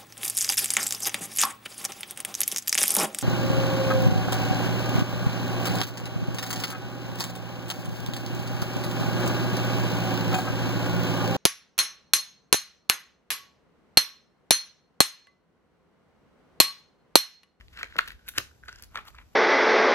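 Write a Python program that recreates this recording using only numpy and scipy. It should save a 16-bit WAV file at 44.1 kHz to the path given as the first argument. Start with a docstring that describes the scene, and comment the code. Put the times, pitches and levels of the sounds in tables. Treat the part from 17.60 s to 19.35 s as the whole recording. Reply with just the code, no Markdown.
"""A thin chain is pulled through a small leather wallet close to a stereo microphone pair in a quiet room.
Links knock and tick on stiff leather and a clasp snaps twice: blows and noisy scrapes ring short resonances.
Between the knocks the chain rustles, as noise shaped by many tiny contacts; dull thuds come from the hand.
The wallet rings narrowly, the room answers briefly with fading noise, and a low, unsteady rumble lies under hiss."""
import sys
import numpy as np
from scipy import signal
from scipy.fft import rfft, irfft, next_fast_len
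from scipy.io import wavfile

SR = 44100
rng = np.random.default_rng(int(sys.argv[2]) if len(sys.argv) > 2 else 0)


def transcribe(signal):
    """Save signal, clipped to [-1, 1], as a 16-bit WAV file at the path in sys.argv[1]."""
    frames = np.atleast_2d(signal).T
    limited = np.clip(frames, -1, 1)
    pcm = np.round(limited * 32767).astype(np.int16)
    wavfile.write(sys.argv[1], SR, pcm)


N = 77175
SIDES = np.array([[.5], [-.5]])  # half of each left-right difference goes to either side


def amp(db):
    """dB to gain."""
    return 10 ** (np.asarray(db) / 20)


def unit(x):
    """Scaled to rms 1."""
    return x / np.sqrt(np.mean(x ** 2) + 1e-20)


def peaked(x):
    """Scaled to a peak of 1."""
    return x / abs(x).max()


def along(points, hz):
    """Values of (Hz, value) points, read on a log frequency axis."""
    f, v = np.transpose(points)
    return np.interp(np.log(hz + 1), np.log(f + 1), v)


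def over_time(points):
    """Values of (s, value) points at every sample."""
    return np.interp(np.arange(N) / SR, *np.transpose(points))


def filtered(x, response, size=N):
    """x times a complex response of frequency."""
    m = next_fast_len(2 * size)
    return irfft(rfft(x, m) * response(np.fft.rfftfreq(m, 1 / SR)), m)[..., :size]


def causal(points):
    """Minimum-phase impulse response of a (Hz, dB) colour, by folding its cepstrum."""
    size = 2 ** 10
    cepstrum = irfft(np.log(amp(along(points, np.fft.rfftfreq(size, 1 / SR)))), size)
    cepstrum[1:size // 2] *= 2
    cepstrum[size // 2 + 1:] = 0
    return irfft(np.exp(rfft(cepstrum)), size)[:size // 2]


def resonance(f, hz, q):
    """Response of one damped resonance."""
    return 1j * f * hz / q / (hz * hz - f * f + 1j * f * hz / q)


def hiss():
    """Microphone hiss over an unsteady room rumble: noise whose left-right likeness falls with frequency."""
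    # colour of the floor: hz, relative level_db
    floor_colour = [(20, -16.5), (40, -0.5), (65, 5.5), (110, -8.5), (300, -17), (700, -23), (1150, -28.5),
                    (1500, -31), (2000, -34), (5000, -32.5), (9000, -41), (15000, -44.5), (15500, -59.5),
                    (15750, -106.5)]
    # likeness of left and right: hz, correlation
    likeness = [(60, 0.62), (1500, 0.1), (3000, 0.033)]
    # level of the unsteady rumble, used around its mean: time_s, level_db
    rumble_level = [(0.0, -52.5), (0.18, -63), (0.57, -55), (0.594, -67.5), (0.808, -54.5), (0.954, -67.5),
                    (1.09, -57), (1.7, -60.5), (1.75, -66.5)]
    floor_db, rumble_top_hz = -56.5, 110

    def mid_and_side(hz):
        turn = np.arccos(np.clip(along(likeness, hz), -1, 1)) / 2
        return amp(along(floor_colour, hz)) * [np.cos(turn), np.sin(turn)]

    mid, side = filtered(rng.standard_normal((2, N)), mid_and_side)
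    floor = amp(floor_db) * unit(np.array([mid + side, mid - side]))
    rumble = filtered(floor, lambda hz: hz < rumble_top_hz)
    level_db = over_time(rumble_level)
    return floor - rumble + amp(level_db - level_db.mean()) * rumble


def room(x):
    """Each frequency of the room's answer dies at its own speed; each stretch gets a newly drawn noise tail."""
    # reverberation time: hz, t60_s
    fade_times = [(200, 0.28), (1000, 0.26), (3000, 0.22), (8000, 0.28), (15000, 0.17)]
    stretch_s, delay_s = .09, 0.0046
    step, delay = round(stretch_s * SR), round(delay_s * SR)
    out = np.zeros((2, N + SR))
    for start in range(0, N, step):
        noise = rng.standard_normal((2, SR // 3))
        hz, t, spectrum = signal.stft(noise, SR, nperseg=256)
        fade = amp(-60 * t / along(fade_times, hz)[:, None])
        tail = signal.istft(spectrum * fade, SR, nperseg=256)[1]
        tail /= np.linalg.norm(tail[0])
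        wet = signal.fftconvolve(x[None, start:start + step], tail, axes=1)
        out[:, start + delay:][:, :wet.shape[1]] += wet
    return out[:, :N]


def thuds():
    """The wallet in the hand: a blow and a short rough push into a well-damped low resonance."""
    # dull thuds, peaks before the stereo balance: start_s, peak_db, pitch_hz
    thud_list = [(0.233, -39, 490), (0.3582, -36.5, 440), (0.37, -41.5, 250), (0.3874, -34, 510),
                 (0.479, -51.5, 350), (0.784, -30, 417), (.78, -36, 109), (1.087, -44.5, 586),
                 (1.357, -38.5, 587), (1.376, -41.5, 420)]
    sharpness_q, push_fall_ms, blow = 1.15, 13, 16.6
    size = 4096
    out = np.zeros(N + size)
    fall = np.exp(-np.arange(size) / (push_fall_ms * SR / 1000))
    for s, db, hz in thud_list:
        push = fall * rng.standard_normal(size)
        push[0] = blow
        # the resonance, dulled above twice its pitch
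        body = lambda f: resonance(f, hz, sharpness_q) / (1 + 1j * f / (2 * hz))
        out[round(s * SR):][:size] += amp(db) * peaked(filtered(push, body, size=size))
    return out[:N]


def rustle():
    """The chain sliding over the leather: many tiny link contacts of uneven size over a smooth rub."""
    # sliding, levels before ring and stereo balance: time_s, body_level_db, treble_level_db
    slide = [(0, -53, -74), (0.062, -84, -85.5), (0.16, -52, -66), (.2, -43.5, -60), (.28, -61.5, -76),
             (0.352, -52, -72.5), (.45, -57.5, -63.5), (.48, -43, -55.5), (.53, -55, -67.5),
             (.56, -70, -98), (0.65, -68.5, -78.5), (0.683, -52, -51), (.71, -68, -59), (0.748, -57, -64),
             (0.78, -37, -45), (.8, -49, -60), (0.921, -70.5, -75.5), (1.019, -83.5, -74.5),
             (1.09, -57, -69), (1.12, -57.5, -70.5), (1.251, -62.5, -67), (1.28, -75, -81),
             (1.329, -66.5, -75.5), (1.369, -39.5, -59.5), (1.439, -60, -80), (1.478, -52.5, -57.5),
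             (1.52, -68.5, -73), (1.592, -55.5, -75), (1.66, -75.5, -77.5)]
    # colour of the leather body: hz, relative level_db
    body_colour = [(350, -9.5), (700, -15.5), (1200, -5), (1600, 2.5), (2200, -3), (3000, -2),
                   (5000, -12.5), (9000, -36.5)]
    # colour of the treble: hz, relative level_db
    treble_colour = [(2000, -61.5), (3500, -15.5), (6000, 17.5), (8000, 13.5), (11000, 15), (15300, 12.5),
                     (16200, -20)]
    grains_per_s, mean_boost_db, grain_fall_ms, smooth_db = 730, 4.5, 8, -5
    shut_s, shut_pitch = 1.28, 0.76  # pressed shut, the leather rustles lower

    sizes = amp(mean_boost_db * rng.exponential(size=N))
    hits = (rng.random(N) < grains_per_s / SR) * sizes
    grain = np.exp(-np.arange(256) / (grain_fall_ms * SR / 1000))  # cut off after 256 samples
    contact = unit(np.convolve(hits, grain)[:N]) + amp(smooth_db)

    def rubbed(colour):
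        return unit(np.convolve(contact * rng.standard_normal(N), causal(colour))[:N])

    open_body = rubbed(body_colour)
    shut_body = rubbed(np.multiply(body_colour, [shut_pitch, 1]))
    body = np.where(np.arange(N) / SR < shut_s, open_body, shut_body)
    s, body_db, treble_db = np.transpose(slide)
    body_gain = amp(over_time(np.transpose([s, body_db])))
    treble_gain = amp(over_time(np.transpose([s, treble_db])))
    return body_gain * body + treble_gain * rubbed(treble_colour)


def taps():
    """Clean taps of single links: an impulse through two equal damped resonances in a row."""
    # taps, peaks before ring and stereo balance: start_s, peak_db, pitch_hz
    tap_list = [(.01, -40.5, 1820), (0.181, -38.5, 1450), (.187, -39, 1710), (0.2109, -29.5, 1380),
                (0.2139, -32, 1800), (0.2328, -28.5, 1400), (.261, -37.5, 1600), (0.325, -37, 1800),
                (0.3555, -43, 850), (.357, -32.5, 1450), (0.3915, -6.5, 1650), (0.738, -45.5, 1551),
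                (0.7847, -18.5, 1617), (.913, -51.5, 1516), (1.0298, -53.5, 1586), (1.036, -39.5, 1656),
                (1.0587, -48, 1590), (1.074, -51, 1480), (1.081, -38, 1920), (1.09, -36, 1400),
                (1.095, -38.5, 1570), (1.3458, -38, 990), (1.3566, -21.5, 1314), (1.365, -30, 1900),
                (1.368, -38, 1140), (1.376, -30, 1360), (1.379, -35, 1630), (1.383, -38, 1105),
                (1.3867, -35, 1200), (1.394, -40, 1150), (1.547, -41.5, 1260), (1.5755, -47, 1800),
                (1.587, -44, 1070), (1.593, -44.5, 2200)]
    sharpness_q, size = 3.07, 2048
    out = np.zeros(N + size)
    for s, db, hz in tap_list:
        tap = filtered(signal.unit_impulse(size), lambda f: resonance(f, hz, sharpness_q) ** 2, size=size)
        out[round(s * SR):][:size] += amp(db) * peaked(tap)
    return out[:N]


def scrape(length_ms, tail_ms, blow, size):
    """A blow, then a rough contact that holds for its length and dies; long scrapes start softer."""
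    ms = np.arange(size) * 1000 / SR
    force = np.exp(-np.maximum(ms - length_ms, 0) / tail_ms) * rng.standard_normal(size)
    force[0] = blow / max(length_ms, .5)
    return force


def knocks():
    """Each link contact rings the leather at its own pitch, with upper leather, hard edge and metal sparkle."""
    # knocks and ticks, peaks of each part before ring and stereo balance:
    # start_s, leather_db, leather_pitch_hz, upper_leather_db, hard_edge_db, metal_sparkle_db, scrape_ms
    knock_list = [(0.083, -53, 2410, -41, -57, -80, 0.39), (0.172, -34, 1900, -39, -46, -67, 4.1),
                  (0.19, -31, 1457, -33, -45, -63, 1.03), (0.2305, -18.5, 2085, -25.5, -28, -47, 1.23),
                  (0.2438, -30.5, 2090, -47, -38.5, -63, 0.39), (0.3648, -26.5, 2080, -48, -54, -44, 2.8),
                  (0.3839, -21.5, 1740, -33, -33, -30, 1.1), (0.388, -6.5, 2660, -37, -16, -30, 0.18),
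                  (0.3884, -15, 1355, -18, -49, -36, 3.22), (0.4082, -32, 1800, -39, -37, -50, 1.9),
                  (0.476, -30, 1880, -36, -39.5, -37, 4.5), (0.4831, -40, 1650, -31, -41, -39, 2.5),
                  (0.5053, -30.5, 1860, -35, -56, -49, 0.73), (0.519, -38, 1730, -44, -49, -42, 1.8),
                  (0.68, -34.5, 1980, -31, -47, -38, 0.64), (0.6847, -32.5, 2030, -31, -33.5, -22, 7.14),
                  (0.779, -23, 1950, -22.5, -22, -30, 1.1), (0.7826, -16, 1676, -10, -8, -18, 1.08),
                  (0.798, -31, 1520, -55, -53, -36.5, 5.6), (1.0827, -34, 1520, -36.5, -39, -71, 3),
                  (1.092, -42, 1900, -40, -42.5, -81, 2.4), (1.128, -39.5, 1650, -59, -35, -75, 0.84),
                  (1.158, -52, 1470, -71, -41, -70, 2.7), (1.186, -53, 1530, -49, -46, -63, 2.5),
                  (1.197, -53, 1520, -67, -45, -73, 1.3), (1.2236, -48.5, 1336, -45, -34.5, -31, 1.3),
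                  (1.237, -49, 1320, -36, -32, -54, 0.45), (1.242, -57, 1250, -49, -42, -43.5, 2),
                  (1.3556, -28.5, 2400, -28.5, -37, -45, 2.8), (1.3721, -25, 2140, -55, -40, -68, 3.4),
                  (1.451, -48.5, 1220, -66, -53, -49.5, 4.2), (1.474, -56, 1230, -45, -71, -60, 9),
                  (1.48, -43.5, 1057, -41, -43, -44.5, 5.9), (1.551, -50, 1740, -45.5, -47.5, -55, 1.04),
                  (1.584, -38, 1970, -44.5, -75.5, -76, 4.1)]
    # colour of the upper leather: hz, relative level_db
    upper_colour = [(1200, -20), (2200, -6), (2750, -2.5), (4400, -2), (6000, -34)]
    # colour of the hard edge: hz, relative level_db
    edge_colour = [(2500, -28), (4600, 10.5), (6300, 6.5), (7800, -3), (8700, 8.5), (11000, -21.5)]
    # colour of the metal sparkle: hz, relative level_db
    sparkle_colour = [(7000, -65), (9500, -14), (11500, -5), (13500, -12.5), (15400, -6.5), (16900, -13)]
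    leather_q, size = 1.66, 2048
    out = np.zeros(N + size)
    upper, edge, sparkle = causal(upper_colour), causal(edge_colour), causal(sparkle_colour)
    for s, leather_db, hz, upper_db, edge_db, sparkle_db, ms in knock_list:
        soft = scrape(ms, tail_ms=0.93, blow=4.3, size=size)
        hard = scrape(ms, tail_ms=1, blow=11.1, size=size)  # drives both upper leather and edge
        metal = scrape(ms, tail_ms=1, blow=1.4, size=size)
        leather = filtered(soft, lambda f: resonance(f, hz, leather_q) ** 2, size=size)
        sound = amp(leather_db) * peaked(leather)
        sound += amp(upper_db) * peaked(np.convolve(hard, upper)[:size])
        sound += amp(edge_db) * peaked(np.convolve(hard, edge)[:size])
        sound += amp(sparkle_db) * peaked(np.convolve(metal, sparkle)[:size])
        out[round(s * SR):][:size] += sound
    return out[:N]


def hollow(x):
    """The contacts plus the narrow ring they set off in the hollow wallet."""
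    # how freely it rings in the grip: time_s, gain_db
    grip = [(0.419, -34), (.6, 13.5), (0.781, -8), (1, 8), (1.2, -0.5), (1.28, -43)]
    ring_hz, ring_q = 1520, 17.7
    ring = filtered(amp(over_time(grip)) * x, lambda hz: resonance(hz, ring_hz, ring_q))
    return x + ring


def scene():
    """The close wallet reaches the left microphone a little earlier; room and floor surround it."""
    # stereo balance of the wallet: hz, left_over_right_db
    balance = [(60, -8.5), (300, 7.5), (1500, 0), (3000, 2.5), (5500, 4.6), (7800, -4)]
    lead_s, late_lead_s, moves_s = 0.00014, 0.00011, .62  # the left lead shrinks once the wallet moves
    room_db = -13.5
    near = hollow(knocks() + taps() + rustle()) + thuds()

    def at_pair(lead):
        level = lambda hz: amp(SIDES * along(balance, hz))
        return filtered(near, lambda hz: level(hz) * np.exp(2j * np.pi * hz * lead * SIDES))

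    direct = np.where(np.arange(N) < moves_s * SR, at_pair(lead_s), at_pair(late_lead_s))
    return direct + amp(room_db) * room(near) + hiss()


def record(dry):
    """Two channels below the top treble, the left signal turned in phase for both above it, then a band limit."""
    # phase turn between the sides in the top treble: hz, left_lead_radians
    treble_turn = [(9000, 3.3), (9900, 4), (11000, 0), (13000, 1.05), (14200, -5.5), (15800, -2)]
    # the microphone's top end: hz, gain_db
    roll_off = [(15600, 0), (16000, -10), (16700, -18), (17000, -55)]
    shared_hz, shared_width_hz, top_hz = 8300, 180, 17100
    shared = lambda hz: (1 + np.tanh((hz - shared_hz) / shared_width_hz)) / 2
    low = filtered(dry, lambda hz: 1 - shared(hz))
    top = filtered(dry[0], lambda hz: shared(hz) * np.exp(1j * SIDES * along(treble_turn, hz)))
    return filtered(low + top, lambda hz: (hz < top_hz) * amp(along(roll_off, hz)))


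dry = scene()
out = record(dry)
transcribe(out)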